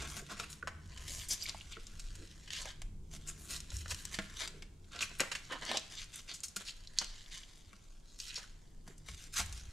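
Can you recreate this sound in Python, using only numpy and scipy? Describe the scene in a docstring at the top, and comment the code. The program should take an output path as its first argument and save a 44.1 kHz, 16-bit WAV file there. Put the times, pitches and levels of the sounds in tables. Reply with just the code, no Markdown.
"""Hook-and-loop straps round a battery

Straps are threaded, pulled tight, peeled and pressed shut round a battery on a stiff frame on a wooden desk.
The hooks rasp in swarms of tiny clicks, shaped in pitch and loudness by each stroke of the hand.
Sharp clicks with a brief chatter make the snaps and buckles; decaying tones let the frame knock dully.
Filtered noise makes the soft brushes and the low rumble; a close stereo microphone hears it in a small room."""
import sys
import numpy as np
from scipy import signal
from scipy.fft import rfft, irfft
from scipy.io import wavfile
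from scipy.ndimage import uniform_filter1d

SR = 44100
rng = np.random.default_rng(int(sys.argv[2]) if len(sys.argv) > 2 else 0)


def to_wav(sig):
    """Store sig (one row per channel, or 1-D mono) as 16-bit WAV at the path in sys.argv[1].

    Samples outside -1..1 are clipped; the rate is SR.
    """
    pcm = np.clip(np.atleast_2d(sig), -1, 1) * 32767
    pcm = np.round(pcm).astype(np.int16)
    wavfile.write(sys.argv[1], SR, pcm.T)  # frames by channels


N = 428648


def gain_of(db):
    """Turns decibels into a factor for the waveform."""
    return 10 ** (np.asarray(db) / 20)


def evened(x):
    """Scales a sound to an rms (average strength) of 1."""
    return x / np.sqrt(np.mean(x ** 2) + 1e-20)


def read(points, hz):
    """Reads a spectrum whose points are joined by straight lines over log frequency."""
    f, value = np.transpose(points)
    return np.interp(np.log(hz + 1), np.log(np.sort(f) + 1), value)


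def follow(rows, t):
    """Reads every column of a curve at the times t."""
    s, *columns = np.transpose(rows)
    return [np.interp(t, s, c) for c in columns]


def coloured(x, points):
    """Filters a sound by a fixed spectrum."""
    spectrum = rfft(x)
    gain = gain_of(read(points, np.fft.rfftfreq(N, 1 / SR)))
    return irfft(spectrum * gain, N)


def add(mix, s, sound):
    """Mixes a sound in at s seconds."""
    part = mix[max(round(s * SR), 0):][:len(sound)]
    part += sound[:len(part)]


def wander(hz):
    """Random curve of rms 1: hz random points a second, joined by straight lines."""
    knots = rng.standard_normal(N // 20)
    return evened(np.interp(np.arange(N) * hz / SR, np.arange(len(knots)), knots))


def gesture(age, length, attack_s, sag_db_per_s, release_s):
    """Strength of a hand movement: a smooth attack, a slowly sagging hold, a fading release."""
    rise = np.sin(np.pi / 2 * np.clip(age / attack_s, 0, 1)) ** 2
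    held = rise * gain_of(-sag_db_per_s * np.clip(age, 0, length))
    return held * np.exp(-np.maximum(age - length, 0) / release_s)


def strap(level_db=-0.5, clump_db=1.22, patchy_db=2.5):
    """Fine fibres and coarser hooks let go in clumps; a taut strap sounds brighter and drives the frame."""
    # A fast peel is an even roar, a slow one lets single hooks stand out: rasp level/dB, coarse hooks/dB
    coarseness = [(-65, -0.5), (-50.5, -3), (-31.5, -10.5)]
    # Relative spectrum of the rasp: f/Hz, level/dB
    rasp = [(100, -41), (200, -4), (340, -9), (600, -12.5), (800, -21.5), (1350, 0), (2300, 1), (3100, 5),
            (5300, 2), (7200, 3), (8300, -3.5), (9200, -5), (12500, -16.5), (14000, -22.5), (15800, -57)]
    # Resonances that colour the rasp: f/Hz, width/Hz, boost/dB
    body = [(703.6, 50, 14.5), (1013, 200, 10.5), (1446, 27, 4), (1630, 33, 4.5), (2015, 80, 4),
            (2680, 120, -2), (4340, 200, 0.5)]
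    peel_level = rasp_level(np.arange(0, N, 64) / SR)
    coarse = gain_of(follow(coarseness, peel_level)[0]).repeat(64)[:N]
    big_hooks = hooks(per_s=240, spread_db=4.0, most=2.6)
    clicks = hooks(per_s=7000, spread_db=2.5, most=2.7) + coarse * big_hooks
    # the mix of fine and coarse keeps an even strength before it clumps
    clicks = evened(clicks / np.hypot(1, coarse) * gain_of(clump_db * wander(hz=128.6)))

    # work on short slices of time, each split into frequencies
    hz, t, z = signal.stft(clicks, SR, nperseg=512, noverlap=384)
    resonances_db = sum(db / (1 + (2 * (hz - f) / width) ** 2) for f, width, db in body)
    colour = gain_of(read(rasp, hz) + resonances_db)
    colour /= np.sqrt(np.mean(colour ** 2))
    # random patches of time and frequency make the rasp a little louder or softer
    patches = uniform_filter1d(rng.standard_normal(z.shape), size=7, axis=0)
    patches = evened(uniform_filter1d(patches, size=12, axis=1))
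    z = z * colour[:, None] * pulling(hz, t)
    z = z * gain_of(level_db + glides(hz, t) + patchy_db * patches)
    return signal.istft(z, SR, nperseg=512, noverlap=384)[1][:N]


def hooks(per_s, spread_db, most):
    """A random train of tiny releases, a few much larger than the rest."""
    size = gain_of(spread_db * np.minimum(rng.exponential(1, N), most))
    released = rng.random(N) < per_s / SR
    return evened(size * rng.choice([-1, 1], N) * released)


def pulling(hz, t):
    """Strength of the rasp by frequency and time: the strokes on top of a light rub."""
    # Pulls, peels and rubs of a strap: start/s, length/s, level/dB, brightness/dB per octave,
    # drag on the frame/dB (see tautness), focus round 4 kHz/dB
    strokes = [(-0.03, 0.094, -49.5, -3, 8, -5), (0.06, 0.14, -53, 1, 9.5, -8),
               (0.281, 0.042, -48.5, -2.5, 15.5, -4.5), (0.353, 0.09, -50.5, -1.5, 8, -4.5),
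               (0.486, 0.047, -57.5, 3.5, 0, -11), (0.876, 0.14, -62, -5, 3.5, 1),
               (0.982, 0.081, -57, 1, 4, -3.5), (1.05, 0.19, -49, 4, 12.5, -2),
               (1.285, 0.051, -41, 5.5, 12.5, -1), (1.386, 0.055, -45, 3.5, 21, 10),
               (1.465, 0.019, -40.5, -2, 10, 4), (1.697, 0.031, -51, 1.5, 4, 0),
               (2.006, 0.073, -73, -2, 2, 14), (2.5, 0.081, -42, -0.5, -13, 6.5),
               (2.57, 0.054, -45.5, 1.5, 11, 4), (2.63, 0.078, -49, -2.5, -5, 0),
               (3.101, 0.057, -56.5, 1.5, 11, -5), (3.257, 0.043, -53.5, 2, 2, -10.5),
               (3.365, 0.14, -63, 5, 14, -10), (3.478, 0.09, -45, 2.5, 5, -2.5),
               (3.709, 0.11, -53.5, 4, -4, -1.5), (3.87, 0.053, -49, 2.5, 4, -4),
               (3.953, 0.075, -56.5, 3, -12, -7), (4.105, 0.047, -51, 0, -1, -9.5),
               (4.195, 0.17, -59.5, -2, 1, -4.5), (4.345, 0.088, -51, -1, -14, -1.5),
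               (4.386, 0.066, -43, -2.5, 3, -1), (4.902, 0.1, -53.5, -4, 3, 1),
               (5, 0.023, -35.5, -0.5, -5, -4.5), (5.082, 0.036, -58, -10.5, 7, 6.5),
               (5.195, 0.084, -62.5, -8, 15.5, -2.5), (5.486, 0.075, -48, -10.5, 10, 7),
               (5.6, 0.11, -45, -5.5, 6, 3), (5.659, 0.12, -40.5, -4, 18.5, 7.5),
               (5.892, 0.054, -49, 0, 10, 2), (5.951, 0.083, -46, -2, -3, 6.5),
               (6.112, 0.081, -52, 1.5, 1, -0.5), (6.266, 0.058, -46.5, -2, 7, 5.5),
               (6.565, 0.062, -55, -2, 14, 2.5), (6.641, 0.063, -49.5, 3, -8, 5),
               (6.956, 0.088, -46, -5.5, -1, 11), (7.043, 0.18, -56, -0.5, -5, 10),
               (7.298, 0.08, -48, -1, -13, 4), (8.057, 0.15, -63, 18, 6, 35),
               (8.172, 0.12, -54.5, 4.5, -4, -1.5), (8.262, 0.13, -50, -0.5, -20, 3),
               (8.397, 0.05, -57.5, 0.5, 2, 1), (8.848, 0.077, -69, -1, -1, -10),
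               (9.051, 0.096, -58, 0.5, -3, -6.5), (9.152, .12, -56.5, 1.5, -19, -1),
               (9.318, 0.031, -50, 2.5, -8, -10.5), (9.348, 0.056, -35, 0.5, -7, -6),
               (9.52, 0.086, -58, 1, -9, -3)]
    # Between strokes the strap shifts lightly under the fingers: t/s, level/dB
    fidget = [(0, -62), (.55, -61), (.63, -74), (.85, -69.5), (1.35, -58), (1.85, -62), (2.68, -64),
              (2.97, -88), (3.2, -66.5), (3.95, -59), (4.48, -64), (4.78, -83.5), (5.0, -59), (6.5, -68),
              (7.42, -62.5), (7.95, -72), (8.5, -69.5), (8.8, -78.5), (9.45, -61.5), (9.72, -64)]
    # Colour of that light rub: brightness/dB per octave, drag/dB, focus/dB
    fidget_colour = (0.31, 5.2, -0.25)
    power = np.outer(tautness(hz, *fidget_colour), gain_of(follow(fidget, t)[0]) ** 2)
    for start, length, db, *grip in strokes:
        # a stroke gathers speed, holds while it slackens a little, and stops
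        speed = gesture(t - start, length, attack_s=0.031, sag_db_per_s=11, release_s=0.013)
        power += np.outer(tautness(hz, *grip), (gain_of(db) * speed) ** 2)
    return np.sqrt(power)


def tautness(hz, tilt, drag_db, focus_db):
    """Power by frequency for one grip: brighter or duller, dragging on the frame, focused round 4 kHz."""
    octaves = np.log2((hz + 1) / 4000)
    low = read([(700, 0.75), (1500, 0)], hz)  # three quarters of the drag below 700 Hz, none above 1500 Hz
    focus = np.exp(-octaves ** 2) - 1
    return gain_of(tilt * np.clip(octaves, -1.6, 1.6) + drag_db * low + focus_db * focus) ** 2


def rasp_level(t):
    """How strongly the strap moves at the times t, in dB, taken at 4 kHz."""
    return 20 * np.log10(pulling(np.array([4000.]), t)[0])


def glides(hz, t, octaves=0.61):
    """As a strap is drawn out its free length grows and its resonance sinks; returns the change in dB."""
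    # Draws of the strap: start/s, end/s, start f/Hz, end f/Hz, resonance over its surroundings/dB
    draws = [(1.392, 1.483, 6750, 4020, 2.5), (1.728, 1.792, 3550, 1490, 16),
             (8.194, 8.453, 4240, 1400, 6.5)]
    boost = np.zeros((len(hz), len(t)))
    for start, end, start_hz, end_hz, db in draws:
        centre = np.interp(t, [start, end], np.log2([start_hz, end_hz]))
        fade = np.clip(np.minimum(t - start, end - t) / 0.012 + .5, 0, 1)
        hump = np.exp(-((np.log2(hz[:, None] + 1) - centre) / octaves) ** 2)
        boost += db * fade * (hump - .3)  # frequencies far from the resonance are lowered
    return boost


def stray_hooks(count=260, level_db=-8, spread_db=11, ceiling_db=-48, low_hz=3000, high_hz=11000):
    """Small single hooks tick at random, each with its own pitch; they follow the strap up to a ceiling."""
    out, draws = np.zeros(N), rng.random((count, 3))
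    times = draws[:, 0] * N / SR
    levels = np.minimum(rasp_level(times), ceiling_db)
    for s, db, (_, size, pitch) in zip(times, levels, draws):
        centre_hz = low_hz * (high_hz / low_hz) ** pitch
        tick_db = db + level_db + spread_db * size ** 2
        add(out, s, crack(tick_db, centre_hz, octaves=0.82, chatter=0.00048, rattle=0.36, size=512))
    return out


def crack(db, hz, octaves, chatter, rattle=1.0, size=4096):
    """One sharp release, then chatter that swells and dies, through a broad resonance."""
    f, t = np.fft.rfftfreq(size, 1 / SR), np.arange(size) / SR
    log_gain = -np.log(1 + (np.log2((f + 1) / hz) / octaves) ** 2)
    log_gain -= np.log(1 + (180 / (f + 1)) ** 2) / 2  # less bass below 180 Hz
    # choose the phase so that the resonance starts at once and rings only afterwards
    circle = np.concatenate([log_gain, log_gain[-2:0:-1]])
    ping = np.fft.ifft(np.exp(np.conj(signal.hilbert(circle)))).real
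    age = t / max(chatter, 1 / SR)
    drive = rng.standard_normal(size) * (1 - np.exp(-age / 0.17)) * np.exp(-age / 2.44)
    drive *= rattle / np.linalg.norm(drive)
    drive[0] += 1  # the sharp release itself
    sound = signal.fftconvolve(drive, ping)[:size]
    # db is the level of the whole crack's energy packed into 10 ms
    return gain_of(db) * sound / np.linalg.norm(sound) * np.sqrt(SR / 100)


def snaps(level_db=-1):
    """Single hooks tear loose and buckles tick, each a crack of its own pitch."""
    # Hooks and buckles letting go: t/s, level before level_db/dB, centre f/Hz,
    # half-width/octaves, chatter time scale/s
    releases = [(.529, -48.5, 4200, 0.73, 0.00088), (0.9745, -47, 2820, 1.2, 0.0031),
                (1.1927, -47, 5520, 0.84, 0.00043), (1.285, -32.5, 12500, 0.9, 0.0066),
                (1.3065, -33.5, 5760, 0.4, .006), (1.3192, -34, 5860, 0.49, 0.0061),
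                (1.4237, -39.5, 5140, 0.18, 0.0016), (1.434, -38, 12100, 0.13, 0.0027),
                (1.464, -42, 4400, 0.27, 0.00065), (1.4875, -44, 4000, 3.6, 0.0026),
                (1.495, -37, 4400, 0.44, 0.00081), (1.61, -47, 3060, 0.22, .0015),
                (1.8687, -49.5, 5060, .6, 0.0011), (1.9957, -44, 5060, 1.1, 0.0028),
                (2.1536, -49, 4600, 3, 0.0025), (2.476, -48.5, 2700, 0.64, 0.0046),
                (2.505, -41, 3020, 0.6, 0.0014), (2.533, -41.5, 3930, 1.4, 0.0013),
                (2.618, -47, 7000, 0.58, 0.0011), (2.8186, -45, 2200, 2.2, 0.0015),
                (3.274, -45, 7060, 0.5, 0.0033), (3.2882, -40.5, 7450, 0.32, 0.0034),
                (3.6043, -44.5, 5640, .85, 0.00076), (3.7036, -47.5, 4600, 0.65, 0.0014),
                (3.768, -44, 6840, 0.33, 0.00028), (3.9085, -35, 2860, 1.8, 0.0045),
                (3.9188, -44.5, 1300, 0.83, 0.0016), (3.946, -41.5, 5470, 1.3, 0.00096),
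                (4.053, -38.5, 6300, 1.6, 0.0012), (4.1414, -37.5, 3150, 1, 0.004),
                (4.399, -46, 5000, 1.2, .0012), (4.4757, -40, 3500, 1.4, 0.0019),
                (4.6227, -47, 2320, 0.92, 0.0023), (4.844, -64, 3350, 0.68, .002),
                (4.991, -40, 3340, 0.45, 0.0012), (5.007, -34, 2450, 0.87, 0.0037),
                (5.0247, -31.5, 2560, 0.22, 0.0029), (5.188, -40, 12500, 0.51, .003),
                (5.316, -33.5, 2260, 1.14, 0.0051), (5.351, -34, 2420, 1.1, 0.0041),
                (5.7715, -29.5, 4070, .66, .0018), (6.1588, -41, 10300, 0.33, .0008),
                (6.3398, -40.5, 6600, 0.96, 0.0079), (6.4046, -49.5, 7100, 0.41, 0.00043),
                (6.4338, -33.5, 7200, 1.13, 0.0059), (6.483, -46, 7650, 0.59, .0018),
                (6.562, -33.5, 6000, 1.7, 0.0035), (6.6818, -40.5, 3480, 0.47, 0.0058),
                (6.8734, -49, 4400, 0.3, 0.00099), (6.987, -24.5, 4800, 0.34, 0.00073),
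                (6.9914, -36, 5100, 0.29, 0.0045), (7.261, -54.5, 3100, 0.39, .0015),
                (7.433, -50.5, 3200, 0.4, 0.0022), (8.2012, -39.5, 4540, 0.47, 0.002),
                (8.3561, -36.5, 4630, 0.32, 0.0059), (8.98, -57.5, 7800, .5, .002),
                (9.461, -45.5, 11200, .94, 0.00093), (9.526, -44.5, 6050, 1.4, 0.0016)]
    out = np.zeros(N)
    for s, db, hz, octaves, chatter in releases:
        # longer chatter is also stronger
        add(out, s, crack(db + level_db, hz, octaves, chatter, rattle=chatter / 0.001))
    return out


def knocks(level_db=-1, ring_db=0, rise=0.00047):
    """A hard contact chatters briefly, then the frame and the desk ring in decaying tones."""
    # Blows on the frame: t/s, level before level_db/dB, centre f/Hz, half-width/octaves,
    # chatter time scale/s, ring of frame and desk/dB
    blows = [(0.168, -41.5, 650.0, 6, 0.0048, -57.5), (0.318, -46, 700.0, 4.4, 0.0049, -52),
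             (0.3983, -37, 1950, 1.2, 0.0025, -54.5), (0.6265, -40, 1450, 0.22, 0.0012, -66),
             (0.6737, -34.5, 1190, 0.81, 0.0038, -67), (1.456, -43.5, 2300.0, 0.22, 0.0027, -72),
             (1.5467, -47, 850, 0.48, 0.00059, -61), (1.7693, -48.5, 1470, 0.44, 0.00069, -58.5),
             (2.656, -43, 754, 3.4, 0.0012, -77), (3.7183, -49.5, 886.0, 2.8, 0.0027, -66),
             (3.859, -46, 1730, 0.75, 0.0013, -61), (4.188, -34.5, 2180, 0.76, 0.0026, -37),
             (5.1977, -29, 2130, 0.55, 0.0068, -58), (5.2041, -26, 1765.0, 2.3, 0.0012, -54),
             (5.2116, -33, 864, 1.8, 0.0037, -54), (5.234, -42, 900.0, 1, 0.0023, -51),
             (5.522, -37.5, 1270, 0.99, 0.0057, -62), (5.715, -33.5, 960, 1.15, 0.00094, -68),
             (5.746, -40.5, 685, 0.33, 0.005, -70), (6.5666, -37, 4059.0, 5.6, 0.0009, -51.5),
             (6.6085, -48, 1213, 2.2, 0.0012, -60), (7.0151, -39, 1200, 1.5, 0.0035, -52),
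             (7.7307, -56.5, 1580, 0.59, 0.0011, -63.5), (8.3787, -44.5, 1415, 2, 0.0091, -65),
             (8.4391, -54, 1389.0, 0.24, 0.002, -76), (8.8773, -51, 600, 4.7, 0.003, -57),
             (9.0862, -45, 2020, 1.4, 0.0024, -66), (9.3932, -39.5, 1800, 1.2, 0.002, -51.5)]
    # Tones of the frame on the desk: f/Hz, level within the ring/dB, time to fall by 60 dB/s
    frame = [(146.5, -32, .2), (197.8, -1, 0.21), (312, -4.5, 0.071), (480, -9.5, 0.077),
             (644, -6.5, 0.085), (1080, -11, .09), (1409, 6, 0.052), (1640, -9, 0.13)]
    out, t = np.zeros(N), np.arange(SR // 2) / SR
    for s, db, hz, octaves, chatter, thud_db in blows:
        add(out, s, crack(db + level_db, hz, octaves, chatter, rattle=1.6))
        ring = np.zeros(len(t))
        for f, mode_db, t60 in frame:
            ring += gain_of(mode_db - 60 * t / t60) * np.sin(2 * np.pi * (f * t + rng.random()))
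        add(out, s, gain_of(thud_db + ring_db) * ring * (1 - np.exp(-t / rise)))
    return out


def brushes(octaves=0.39):
    """Cuffs and palms slide over the battery case: soft hollow swells of noise round one pitch."""
    # Brushes: start/s, end/s, level before the swell/dB, centre f/Hz
    rubs = [(0.186, 0.241, -55.5, 463), (0.384, 0.438, -58, 570), (0.623, 0.659, -55.5, 407),
            (1.762, 1.797, -57.5, 420), (2.157, 2.282, -62.5, 343), (2.633, 2.7, -56, 623),
            (4.419, 4.668, -63.5, 398), (4.93, 5, -58, 560), (5.195, 5.226, -45, 370),
            (8.866, 8.94, -64.5, 328), (9.384, 9.431, -47, 820)]
    out, hz = np.zeros(N), np.fft.rfftfreq(SR, 1 / SR)
    for start, end, db, centre_hz in rubs:
        band = np.exp(-(np.log2((hz + 1) / centre_hz) / octaves) ** 2 / 2)
        rub = irfft(rfft(rng.standard_normal(SR)) * band, SR)
        swell = signal.windows.tukey(max(round((end - start) * SR), 2), .8)
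        add(out, start, gain_of(db) * evened(rub)[:len(swell)] * swell)
    return out


def scatter(x):
    """Each hook lets go at another spot between the fingers, so the shortest waves dart left and right."""
    # Share of the sound that differs between the sides: f/Hz, level/dB
    share = [(300, -25.5), (2000, -7), (4000, -14.5), (7000, -17.5), (10000, -12), (12000, 1)]
    side = coloured(x * wander(hz=494), share)
    return np.array([side, -side])


def room(x, shift_hz=1.31, count=3):
    """Direct sound and reflections, whose pattern shifts as the arms move."""
    out = np.array([x, x])
    for k in range(count):
        # the echo patterns take turns while their total power stays even
        turn = np.cos(np.pi * (shift_hz * np.arange(N) / SR + k / count))
        share = np.sqrt(2 / count) * turn
        out += signal.fftconvolve((x * share)[None], echoes(), axes=1)[:, :N]
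    return out


def echoes(early_db=-7, early_t60=0.03, early_apart=0.25, tail_db=-11, tail_apart=0.54):
    """Quick reflections from desk and frame, then the short tail of the room, for both sides."""
    # Fading of the tail: f/Hz, time to fall by 60 dB/s
    fading = [(150, 0.21), (600, 0.52), (2000, 0.68), (6000, 0.38), (14000, 0.41)]
    t, sides = np.arange(SR // 2) / SR, np.array([[1], [-1]])
    taps = rng.choice([-1., 1.], (4, len(t))) * (rng.random((4, len(t))) < 4000 / SR)
    early = (taps[0] + early_apart * sides * taps[1]) * gain_of(-60 * t / early_t60) * (t > .0007)
    late = (taps[2] + tail_apart * sides * taps[3]) * (t > .006)
    # each frequency of the tail fades at its own speed
    hz, age, z = signal.stft(late, SR, nperseg=256)
    z = z * gain_of(-60 * age / read(fading, hz)[:, None])
    tail = signal.istft(z, SR, nperseg=256)[1][:, :len(t)]
    early = gain_of(early_db) * early / np.linalg.norm(early[0])
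    return early + gain_of(tail_db) * tail / np.linalg.norm(tail[0])


def thrum():
    """Hands rest or bear down and the frame flexes: low noise that grows with their load."""
    # Hands bear down: start/s, length/s, level/dB
    presses = [(-0.03, 0.21, -50.5), (0.62, 0.72, -51), (0.77, 0.64, -55), (1.458, 0.02, -47),
               (2.153, 0.06, -53), (3.01, 0.037, -55.5), (3.713, .23, -42), (4.245, 0.14, -52.5),
               (5.014, .06, -58.5), (7.65, 0.038, -50.5), (9.074, 0.072, -53), (9.375, 0.16, -43.5),
               (9.46, 0.23, -49.5)]
    # Resting weight of the hands: t/s, level/dB
    resting = [(0, -60), (3.5, -57), (4.8, -63.5), (6.3, -67), (8.5, -74.5), (9.72, -63)]
    # Relative spectrum of the thrum: f/Hz, level/dB
    spectrum = [(15, -17), (42, -13.5), (57, 7), (69, -2.5), (81, 3.5), (96, -1.5), (118, -21), (200, -35),
                (600, -72)]
    t = np.arange(N) / SR
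    load = gain_of(follow(resting, t)[0]) ** 2
    for start, length, db in presses:
        press = gesture(t - start, length, attack_s=0.026, sag_db_per_s=12.5, release_s=0.012)
        load += (gain_of(db) * press) ** 2
    return np.sqrt(load) * murk(spectrum, apart=0.039)


def hum(hum_db=0):
    """Hollow low hum of the room: noise strongest round 150 Hz, its level slowly changing."""
    # Level of the hum: t/s, level/dB
    level = [(0, -54), (.3, -61.5), (1.1, -59), (1.4, -64.5), (2.7, -62.5), (3.0, -57.5), (4.3, -60.5),
             (5.6, -63.5), (6.0, -67), (8.3, -70.5), (8.8, -62), (9.72, -65.5)]
    # Relative spectrum of the hum: f/Hz, level/dB
    spectrum = [(60, -1), (120, -8.5), (149, 9), (172, -3), (198, 0.5), (240, -8.5), (320, -8.5),
                (460, -14.5), (800, -81), (3000, -48)]
    t = np.arange(N) / SR
    return gain_of(hum_db + follow(level, t)[0]) * murk(spectrum, apart=0.078)


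def rumble(rumble_db=-55, sway_db=3.5):
    """Deep noise whose level sways at random."""
    # Relative spectrum of the rumble: f/Hz, level/dB
    spectrum = [(8, -7.5), (26, 7.5), (45, -4.5), (62, -33.5), (78, -32), (94, -6), (120, -20.5),
                (200, -32), (500, -60.5), (2000, -93.5)]
    return gain_of(rumble_db + sway_db * wander(hz=2.8)) * murk(spectrum, apart=0.03)


def hush(hiss_db=-69):
    """Steady, wide noise: the hush of the room."""
    # Relative spectrum of the hush: f/Hz, level/dB
    spectrum = [(20, -3), (200, 5.5), (500, -1.5), (1000, -6), (2000, -21.5), (7500, -12), (10000, -18),
                (14000, -28), (16000, -56)]
    return gain_of(hiss_db) * murk(spectrum, apart=0.92)


def murk(spectrum, apart):
    """Stereo noise of rms 1; apart weighs the part that differs between the sides."""
    common, side = rng.standard_normal((2, N))
    return evened(coloured(np.array([common + apart * side, common - apart * side]), spectrum))


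def scene():
    """Straps and frame in the room, over the low background."""
    # Snaps and knocks are soft in the highest treble: f/Hz, level/dB
    dulling = [(100, 3.5), (1000, -1.5), (4000, -2.5), (7200, 1.5), (9500, -4.5), (12500, -12.5),
               (14000, -17), (15800, -35)]
    sharp = coloured(snaps() + stray_hooks() + knocks(), dulling)
    handling = strap() + brushes() + sharp
    background = rumble() + thrum() + hum() + hush()
    return room(handling) + scatter(handling) + background


def record(dry):
    """The two microphone capsules differ a little in colour and phase; then the top treble is cut off."""
    # Left over right: f/Hz, level/dB
    balance = [(60, 0.5), (500, -2.8), (1200, 0.3), (2500, -0.5), (5000, 0), (8500, 0.7), (11500, 2.5),
               (14500, 3)]
    # The left capsule lags behind the right: f/Hz, phase/radians
    left_lag = [(300, 0), (1000, 0.15), (2500, 0.029), (4000, 0.12), (6000, 0.029), (10000, 0.033),
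                (11500, .4)]
    edge_hz = 15900
    hz, sides = np.fft.rfftfreq(N, 1 / SR), np.array([[.5], [-.5]])  # half of each difference per side
    gain = gain_of(sides * read(balance, hz))
    lag = np.exp(-1j * sides * read(left_lag, hz))
    pair = irfft(rfft(dry) * gain * lag, N)
    low_pass = signal.firwin(511, edge_hz, window=("kaiser", 9), fs=SR)
    return signal.oaconvolve(pair, low_pass[None], "same")


dry = scene()
out = record(dry)
to_wav(out)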